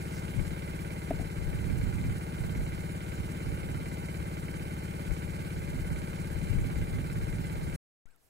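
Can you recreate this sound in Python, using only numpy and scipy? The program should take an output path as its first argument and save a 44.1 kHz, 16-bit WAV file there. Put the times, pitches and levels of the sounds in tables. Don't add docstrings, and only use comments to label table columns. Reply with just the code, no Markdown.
import sys
import numpy as np
from scipy import signal
from scipy.fft import rfft, irfft, next_fast_len
from scipy.io import wavfile
from scipy.ndimage import uniform_filter1d

SR = 44100
rng = np.random.default_rng(int(sys.argv[2]) if len(sys.argv) > 2 else 0)


def transcribe(signal):
    frames = np.atleast_2d(signal).T
    limited = np.clip(frames, -1, 1)
    pcm = np.round(limited * 32767).astype(np.int16)
    wavfile.write(sys.argv[1], SR, pcm)


def to_linear_factor(level_db):
    exponent = np.asarray(level_db, float) / 20
    return 10 ** exponent


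N = 365588
PAD = next_fast_len(N + SR // 4)
T = np.arange(N) / SR
HZ = np.arange(PAD // 2 + 1) * SR / PAD + 1e-3
CUT_S, RESUME_S = 7.7615, 8.056


def columns(rows, at, warp=lambda v: v):
    first, *rest = np.transpose(rows)
    return np.array([np.interp(warp(at), warp(first), column) for column in rest])


def shaped(x, response):
    return irfft(rfft(x, PAD) * response, PAD)[..., :N]


def per_hz(table):
    return to_linear_factor(columns(table, HZ, np.log)) * np.sqrt(SR / 2)


def rms_one(x):
    return x / np.sqrt(np.mean(x ** 2, axis=-1, keepdims=True))


def band(low_hz, high_hz, count):
    sos = signal.butter(2, [low_hz, high_hz], "band", fs=SR, output="sos")
    return rms_one(signal.sosfilt(sos, rng.standard_normal((count, N))))


def swells(s, length_s, db):
    coarse = T[::64]
    power = to_linear_factor(2 * db) @ np.exp(-((coarse - s[:, None]) / length_s[:, None]) ** 2)
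    return np.interp(T, coarse, power)


def patchy(x, depth_db):
    edges = 1000 * 2 ** np.arange(0, 4.6, .5)
    spectrum = rfft(x, PAD)
    out = irfft(spectrum * (HZ < edges[0]), PAD)[..., :N]
    for low_hz, high_hz in zip(edges, edges[1:]):
        wander = np.interp(T * 60, np.arange(600), rng.standard_normal(600)) * 1.2
        gain = to_linear_factor(depth_db * wander - .06 * depth_db ** 2)
        inside = (HZ >= low_hz) & (HZ < high_hz)
        out = out + gain * irfft(spectrum * inside, PAD)[..., :N]
    return out


def at_ports(left, right):
    return np.array([np.roll(left, 22), right])


# (frequency [Hz], left level [dB per Hz], right level [dB per Hz])
MEADOW_AIR = [(60, -91, -105), (194, -100, -106), (600, -105, -105), (2500, -113, -111),
              (4500, -119.5, -118.5), (8000, -116, -114), (11000, -119, -113), (15000, -127, -117)]
# (time [s], hum level [dB], hiss level [dB])
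GRASS_BREEZE = [
    (8.056, -76.5, -80.5),
    (8.075, -77, -82.5),
    (8.12, -77.5, -77.5),
    (8.17, -78, -84),
    (8.21, -80, -77),
    (8.25, -77, -73),
    (8.29, -80, -75.5),
]
# (time [s], pitch [Hz], level [dB])
WHISTLE = [
    (8.065, 1244, -74),
    (8.091, 1580, -73),
    (8.099, 1620, -78),
    (8.112, 1625, -87),
    (8.126, 1570, -76),
    (8.145, 1410, -75),
    (8.168, 1240, -83),
]
# (time [s], left peak level [dB], right peak level [dB], centre [Hz], time to fade by 60 dB [s])
DRY_TICKS = [(8.058, -56, -45.5, 7130, 0.0087), (8.06, -70, -60, 2100, 0.029),
             (8.088, -67, -54.5, 8000, 0.0074), (8.096, -72, -57.5, 12500, .005),
             (8.102, -70, -61, 2400, 0.075), (8.105, -67, -68, 8100, 0.14),
             (8.161, -61.5, -47, 11500, 0.006), (8.161, -73, -62, 3600, 0.005),
             (8.161, -66, -52, 14800, .005), (8.138, -74, -62, 10000, .005), (8.108, -72, -66, 4500, .03),
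             (8.249, -79, -59.5, 13500, .008)]


def meadow():
    white = rng.standard_normal((2, N))
    bright = 1 / (1 + (5000 / HZ) ** 6)
    hum_db, hiss_db = columns(GRASS_BREEZE, T) + 78
    hum = shaped(white, per_hz(MEADOW_AIR) * (1 - bright)) * to_linear_factor(hum_db)
    hiss = shaped(white, per_hz(MEADOW_AIR) * bright) * to_linear_factor(hiss_db)
    air = patchy(hum + hiss, depth_db=2.7)

    pitch_hz, level_db = columns(WHISTLE, T)
    edge = np.clip(np.minimum(T - WHISTLE[0][0], WHISTLE[-1][0] - T) / 0.0052, 0, 1)
    tone = np.sin(2 * np.pi * np.cumsum(pitch_hz) / SR)
    out = air + edge * to_linear_factor(level_db + 2.0) * tone * to_linear_factor([[1.5], [-2.5]])

    for s, left_db, right_db, hz, t60 in DRY_TICKS:
        fade = (T > s) * to_linear_factor(-60 * np.clip(T - s, 0, 1) / t60)
        out += to_linear_factor([[left_db], [right_db]]) * 0.43 * fade * band(hz / 1.1, hz * 1.1, count=1)
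    return out


def bees():
    wing_hz, width_hz = 246.6, 19
    swell_db = 2.5 * band(1.5, 7.4, count=2)
    hum = shaped(rng.standard_normal((2, N)), 1 / (1 + ((HZ - wing_hz) / width_hz * 2) ** 2))
    return to_linear_factor(-58 + swell_db) * rms_one(hum)


def sleeve():
    middle_s, length_s = .16, .035
    return to_linear_factor(-58) * np.exp(-.5 * ((T - middle_s) / length_s) ** 2) * band(4500, 7500, count=1)


# (time [s], length [s], rumble level [dB], flutter over rumble [dB])
LEFT_THUMPS = [(.24, 0.067, -47.5, -6), (0.406, 0.035, -26.5, -0.5), (.5, 0.032, -30, -12.5),
               (0.888, 0.036, -47, -1), (1.194, 0.039, -31.5, -8), (1.467, 0.056, -29, -10.5),
               (1.816, 0.025, -30, -15), (2.072, 0.04, -35, 6), (2.58, 0.03, -34.5, 1.5),
               (2.75, .12, -47, -1), (3.12, 0.045, -43, -2), (4.207, 0.035, -38, -22),
               (4.403, 0.038, -43, -14), (5.113, 0.014, -21, -9), (5.283, 0.045, -39.5, -10.5),
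               (5.682, 0.042, -39.5, -3), (5.836, 0.029, -36.5, -4), (6.004, 0.068, -38.5, -12),
               (6.257, 0.052, -35.5, -12), (6.43, 0.055, -30, -6.5), (6.551, 0.051, -26, -2.5),
               (6.79, 0.047, -31, -6.5), (6.922, 0.069, -37.5, -1), (7.125, 0.032, -43, 1),
               (7.26, 0.086, -35, 0), (7.55, 0.17, -42, 0.5), (7.703, 0.044, -37.5, -7)]
# (time [s], length [s], flutter level [dB], rumble over flutter [dB])
RIGHT_BUFFETS = [(.68, 0.069, -51.5, 9), (1.3, 0.13, -49.5, -4), (1.584, 0.085, -33.5, -6),
                 (1.745, 0.086, -28, -3.5), (1.892, 0.052, -30, 1.5), (1.984, 0.04, -31.5, -12),
                 (2.098, 0.054, -32, -1), (2.448, 0.062, -33, -3), (2.592, 0.083, -39, 5.5),
                 (2.88, 0.14, -46.5, -2), (3.223, 0.044, -41.5, 0.5), (3.512, 0.064, -35, 3),
                 (3.746, 0.1, -35.5, -4), (4.2, 0.16, -49, 4), (4.6, 0.15, -50.5, 7.5),
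                 (5.426, 0.04, -37, -7), (5.578, 0.046, -43, 5), (5.772, 0.063, -37.5, 4),
                 (5.942, 0.049, -33, -5), (6.168, 0.13, -50, 6), (6.47, 0.035, -38.5, -3),
                 (6.642, 0.068, -30, -3), (6.81, 0.036, -34, -1), (6.98, 0.076, -32.5, -5.5),
                 (7.198, 0.11, -38, 0.5), (7.387, 0.038, -31.5, -0.5), (7.6, 0.11, -37, -2.5)]


def wind():
    s, length_s, db, over_db = np.transpose(LEFT_THUMPS)
    left = swells(s, length_s, db), swells(s, length_s, db + over_db)
    s, length_s, db, over_db = np.transpose(RIGHT_BUFFETS)
    right = swells(s, length_s, db + over_db), swells(s, length_s, db)
    gusts = np.transpose([left, right], (1, 0, 2))

    calm_db = np.array([-52, -50.5])
    calm = to_linear_factor(2 * (calm_db + [[0], [-12.5]]))
    low, high = np.sqrt(gusts + calm[..., None])

    lumps = to_linear_factor(1.4 * band(6.2, 26, count=4))
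    rumble = rms_one(band(24, 76.6, count=2) * lumps[:2])
    flutter = rms_one(band(75.6, 148.5, count=2) * lumps[2:])
    fringe = rms_one(band(166, 274, count=2) * lumps[2:]) * to_linear_factor([[-17.5], [-10.5]])
    return rumble * low + (flutter + fringe) * high


def ring(clicks, hz, t60):
    r, w = to_linear_factor(-60 / (t60 * SR)), 2 * np.pi * hz / SR
    return signal.lfilter([0, np.sin(w)], [1, -2 * r * np.cos(w), r * r], clicks + 1e-18)


# (time [s], peak level [dB], brightness [Hz])
NOZZLE_KNOCKS = [
    (1.1076, -24, 800),
    (1.1107, -22, 800),
    (1.1955, -27.5, 230),
    (1.1995, -33, 180),
    (1.2095, -30.5, 200),
    (1.2135, -33, 150),
    (1.225, -35, 200),
]
# (frequency [Hz], level [dB], time to fade by 60 dB [s])
BOX_MODES = [(275, -3.5, .04), (440, -8, .035), (665, 1, .03), (745, -1, .024), (1150, -17, .012),
             (1700, -11, .015), (2250, -15, .012)]


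def nozzle():
    out = np.zeros(N)
    late = round(.0033 * SR)
    for s, peak_db, bright_hz in NOZZLE_KNOCKS:
        soft = np.exp(-2 * np.pi * bright_hz / SR)
        blow = (np.arange(N) == round(s * SR)) * to_linear_factor(peak_db)
        click = signal.lfilter([1 - soft], [1, -soft], blow)
        for hz, level_db, t60 in BOX_MODES:
            out -= to_linear_factor(level_db) * ring(np.roll(click, late * (hz < 300)), hz, t60)
    out = shaped(out, 1 - .8 / (1 + 2j * (HZ - 1000) / 500))
    return out * to_linear_factor([[.7], [-.7]])


# (time [s], crank turns per minute [1/min])
ENGINE_SPEED = [
    (0, 2111.96),
    (2.1, 2116.54),
    (2.8, 2108.2),
    (4, 2112.72),
    (5.6, 2112.98),
    (7.1, 2103.66),
    (8.3, 2103.32),
]


def engine_cycles():
    turn = .0082 + np.cumsum(columns(ENGINE_SPEED, T)[0]) / 120 / SR
    drift = np.interp(turn / 4, np.arange(50), rng.standard_normal(50))
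    return turn + .005 * drift * np.minimum(turn, 1)


# (moment [share of cycle], click level [dB], rattle level [dB], gas jet level [dB], fade [ms])
CONTACTS_IN_CYCLE = [
    (.895, -6, -6, -14, 3.0),
    (.945, 1, 1.5, -16, 3.5),
    (.035, -7, -8, -12, 4.0),
    (.11, -7, -5, -1, 5.0),
    (.19, -5, -6, -6, 4.0),
    (.26, -8, -6, -3, 6.0),
    (.39, -6, -3, 1.5, 4.5),
    (.47, -7, -7, -12, 4.0),
    (.70, -6, -9, -14, 3.0),
]


def metal_clicks(turn, scatter_ms, spread_db):
    out = np.zeros(N)
    for k, (share, click_db, *_) in enumerate(CONTACTS_IN_CYCLE):
        at = np.flatnonzero(np.diff(np.floor(turn - share)))
        early, size = rng.standard_normal((2, 200))[:, :len(at)]
        at = np.clip(at + (early * scatter_ms * SR / 1000).astype(int), 0, N - 1)
        out[at] += to_linear_factor(click_db + spread_db * size) * (-1) ** k
    return rms_one(out)


def bursts(turn, column, steady_db, spread_db, rise_ms):
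    power = to_linear_factor(2 * steady_db)
    for row in CONTACTS_IN_CYCLE:
        since = turn - row[0] + 1
        strength_db = row[column] + spread_db * rng.standard_normal(200)[since.astype(int)]
        ms = since % 1 * 1000 / 17.6
        power = power + to_linear_factor(2 * strength_db) * np.exp(-ms / row[4]) * np.minimum(ms / rise_ms, 1)
    return rms_one(np.sqrt(power))


# (frequency [Hz], left level [dB per Hz], right level [dB per Hz])
ENGINE_BODY = [(139, -64, -77), (275, -76, -78.5), (402, -83.5, -84.5), (530, -80.5, -78),
               (730, -84.5, -83.5), (920, -85.5, -84), (1070, -85, -84), (1950, -92, -87.5),
               (2590, -90, -88.5), (3490, -93.5, -95), (5150, -98, -97), (6340, -99, -99),
               (8500, -101, -93), (10300, -106, -96.5), (13630, -105.5, -102), (15700, -105.5, -101)]
# (frequency [Hz], width [Hz], left level over the body [dB], right level over the body [dB])
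CASING_MODES = [(650, 51, 3, -2), (800, 13, 7.5, 8), (877, 30, 5, 8), (966, 31, 3, 4.5),
                (1188, 21, 2.5, 3.5), (1397, 9.4, 12.5, 9), (1523, 83, 11.5, 9.5), (2062, 13.4, 14, 11),
                (2128, 60, 9, 9.5), (2275, 115, 4.5, 8), (2380, 60, 1, 4.5), (2565, 22, -3.5, 6.5),
                (2836, 14, 2, 11), (3076, 73, -3, 9), (4050, 36, 2.5, 8), (4190, 82, 4, 6.5),
                (4850, 42, 8.5, -4.5), (5270, 170, 3, -2), (6690, 170, 9.5, 2.5), (7270, 310, 3.5, 6),
                (8410, 130, 12.5, 3), (9410, 190, -3, 5), (10820, 440, -3, 7.5), (12160, 810, 1, 5.5)]
# (frequency [Hz], likeness [0-1])
PORT_LIKENESS = [(150, 1), (1050, 0.73), (1800, 0.86), (2200, 0.78), (2700, 0.77), (3300, 0.6),
                 (3800, 0.43), (5000, 0.4), (10000, 0.01)]
# (time [s], length [s], level over the jets [dB])
HISS_SWISHES = [
    (.04, 0.033, -4),
    (0.14, 0.043, -1),
    (0.3, 0.093, -4.5),
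    (0.47, .04, -2),
    (2.432, 0.024, -5),
    (7.753, 0.012, 1.5),
]


def clatter(turn):
    shared, left, right = rng.standard_normal((3, N))
    knock = bursts(turn, column=2, steady_db=-7.5, spread_db=1.2, rise_ms=.9)
    jet = bursts(turn, column=3, steady_db=-5, spread_db=1.5, rise_ms=6.0)
    jet = jet * to_linear_factor(0.5) * np.sqrt(1 + swells(*np.transpose(HISS_SWISHES)))
    high = 1 / (1 + (4600 / HZ) ** 6)
    low = 1 / (1 + (HZ / 1050) ** 6)

    struck = .3 / (1 + (1100 / HZ) ** 6) / (1 + (HZ / 3000) ** 4)
    geared = .3 / (1 + (1050 / HZ) ** 8) / (1 + (HZ / 2600) ** 6)
    mesh = np.interp(turn % 1 * 1250, np.arange(1251), rng.standard_normal(1251))
    teeth = rms_one(mesh * knock) * np.sqrt(.58)
    clicks = np.sqrt(struck) * rfft(metal_clicks(turn, scatter_ms=.05, spread_db=1.2), PAD)

    def drive(x):
        return rfft(x, PAD) * low + rfft(x * knock, PAD) * (1 - high - low) + rfft(x * jet, PAD) * high

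    alike = np.clip(columns(PORT_LIKENESS, HZ, np.log)[0], 0, 1)
    common = np.sqrt(1 - struck - geared) * drive(shared) + clicks + np.sqrt(geared) * rfft(teeth, PAD)
    ports = []
    for side, own in enumerate((left, right)):
        modes = 1 + sum((to_linear_factor(m[2 + side]) - 1) / (1 + 2j * (HZ - m[0]) / m[1]) for m in CASING_MODES)
        colour = per_hz(ENGINE_BODY)[side] * modes / (1 + (130 / HZ) ** 4) * to_linear_factor(0.5)
        heard = np.sqrt(alike) * common + np.sqrt(1 - alike) * drive(own)
        ports.append(irfft(heard * colour, PAD)[:N])
    return patchy(at_ports(*ports), depth_db=.9)


# (multiple of the firing rate [1], level [dB rms])
EXHAUST_NOTE = [(1, -72.2), (2, -55.8), (3, -57.3), (4, -45.5), (5, -50.9), (6, -45.7), (7, -54.5),
                (8, -50.0), (9, -43.7), (10, -47.3), (11, -49.8), (12, -61.6), (13, -57.3), (14, -56.0),
                (15, -60.0), (16, -64.4), (17, -58.0), (18, -57.5), (19, -55.2), (20, -69.2), (21, -55.0),
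                (22, -69.8), (23, -66.2), (24, -64.5), (25, -59.0), (26, -59.0), (27, -70.0), (28, -63.5),
                (29, -85.2), (30, -66.5), (31, -72.0), (32, -63.0), (33, -70), (34, -68), (35, -69),
                (36, -64), (37, -68), (38, -67), (39, -76), (40, -71), (41, -68), (42, -68), (43, -79),
                (44, -76), (45, -63), (46, -66), (47, -76), (48, -69), (49, -63), (50, -73), (51, -66),
                (52, -83), (53, -65), (54, -71), (55, -76), (56, -70)]
PIPE_TRAVEL = [(1, -.08), (5, -.28), (6, .33), (8, -.05), (9, .24), (12, .52), (14, .33), (17, 0), (18, .1),
               (21, .17), (22, .6), (25, .08), (26, -.12), (28, .12), (32, -.02), (34, -.15), (38, .1),
               (44, -.36), (50, -.25), (56, -.05)]
# (multiple [1], left level over the mean [dB], left lead [turns])
PIPE_AT_PORTS = [(1, 2.2, 0), (10, 1.4, 0), (21, 1.8, .05), (25, -.5, .04), (34, 1.5, .05), (38, 0, -.07),
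                 (45, -2, -.06), (56, -1, -.01)]


def exhaust(turn):
    order, level_db = np.transpose(EXHAUST_NOTE)
    phase = -2 * np.pi * (np.cumsum(columns(PIPE_TRAVEL, order)[0]) + .083)
    pan_db, lead = columns(PIPE_AT_PORTS, order)
    share = np.linspace(0, 1, 1025)
    late, strong = (np.interp(turn, np.arange(200), draw) for draw in rng.standard_normal((2, 200)))
    ports = []
    for side in (1, -1):
        waves = np.cos(2 * np.pi * np.outer(order, share) + (phase + side * np.pi * lead)[:, None])
        cycle = np.sqrt(2) * to_linear_factor(level_db + side * pan_db) @ waves
        ports.append(np.interp((turn + .0004 * late) % 1, share, cycle) * to_linear_factor(.5 * strong))
    return at_ports(*ports)


def scene():
    turn = engine_cycles()
    yard = exhaust(turn) + clatter(turn) + wind() + nozzle() + sleeve() + bees()
    return yard * np.clip((CUT_S - T) / 0.0014, 0, 1) + meadow() * (T > RESUME_S)


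# (low edge [Hz], high edge [Hz], share of the time [0-1])
DROPPED_BANDS = [(690, 770, .05), (940, 1030, .25), (1030, 1120, .15), (1200, 1290, .08), (3200, 3450, .4),
                 (3450, 3700, .1), (5150, 5500, .1), (5850, 6200, .1), (6550, 6900, .07), (7050, 7350, .07),
                 (7650, 7900, .06), (8600, 8950, .05), (10000, 10330, .05), (11400, 11720, .05),
                 (13600, 14100, .08)]


def dropouts(mid):
    frame = np.arange(N) // 2048
    out, spectrum = mid.copy(), rfft(mid, PAD)
    for low_hz, high_hz, share in DROPPED_BANDS:
        gone = (rng.random(frame[-1] + 1) < share)[frame] * (T > 1.25) * (T < CUT_S)
        inside = (HZ > low_hz) & (HZ < high_hz)
        out -= uniform_filter1d(gone * 1., size=600) * irfft(spectrum * inside, PAD)[:N]
    return out


# (low edge [Hz], high edge [Hz], side level [dB])
MERGED_BANDS = [(5640, 7500, -7), (6900, 9300, -13), (8300, 10100, -8.5), (11700, 16000, -2.5),
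                (13600, 15000, -6), (15000, 15000, -7)]


def top_cut(x):
    return signal.sosfilt(signal.butter(12, 15880, fs=SR, output="sos"), x)


def record(dry):
    below_top = HZ < 15780
    keep = np.ones(len(HZ))
    for low_hz, high_hz, side_db in MERGED_BANDS:
        keep[(HZ > low_hz) & (HZ < high_hz)] = to_linear_factor(side_db)
    mid = shaped(dry.mean(axis=0), below_top)
    side = shaped((dry[0] - dry[1]) / 2, keep * below_top)
    running = (T < CUT_S + .002) | (T > RESUME_S - .001)
    mid, side = dropouts(mid) * running, side * running
    since = np.clip(T - RESUME_S, 0, None)
    jump = -to_linear_factor(-42) * (1 - np.exp(-since / .0006)) * np.exp(-since / .04)
    return top_cut(np.array([mid + side + jump, mid - side]))


dry = scene()
out = record(dry)
transcribe(out)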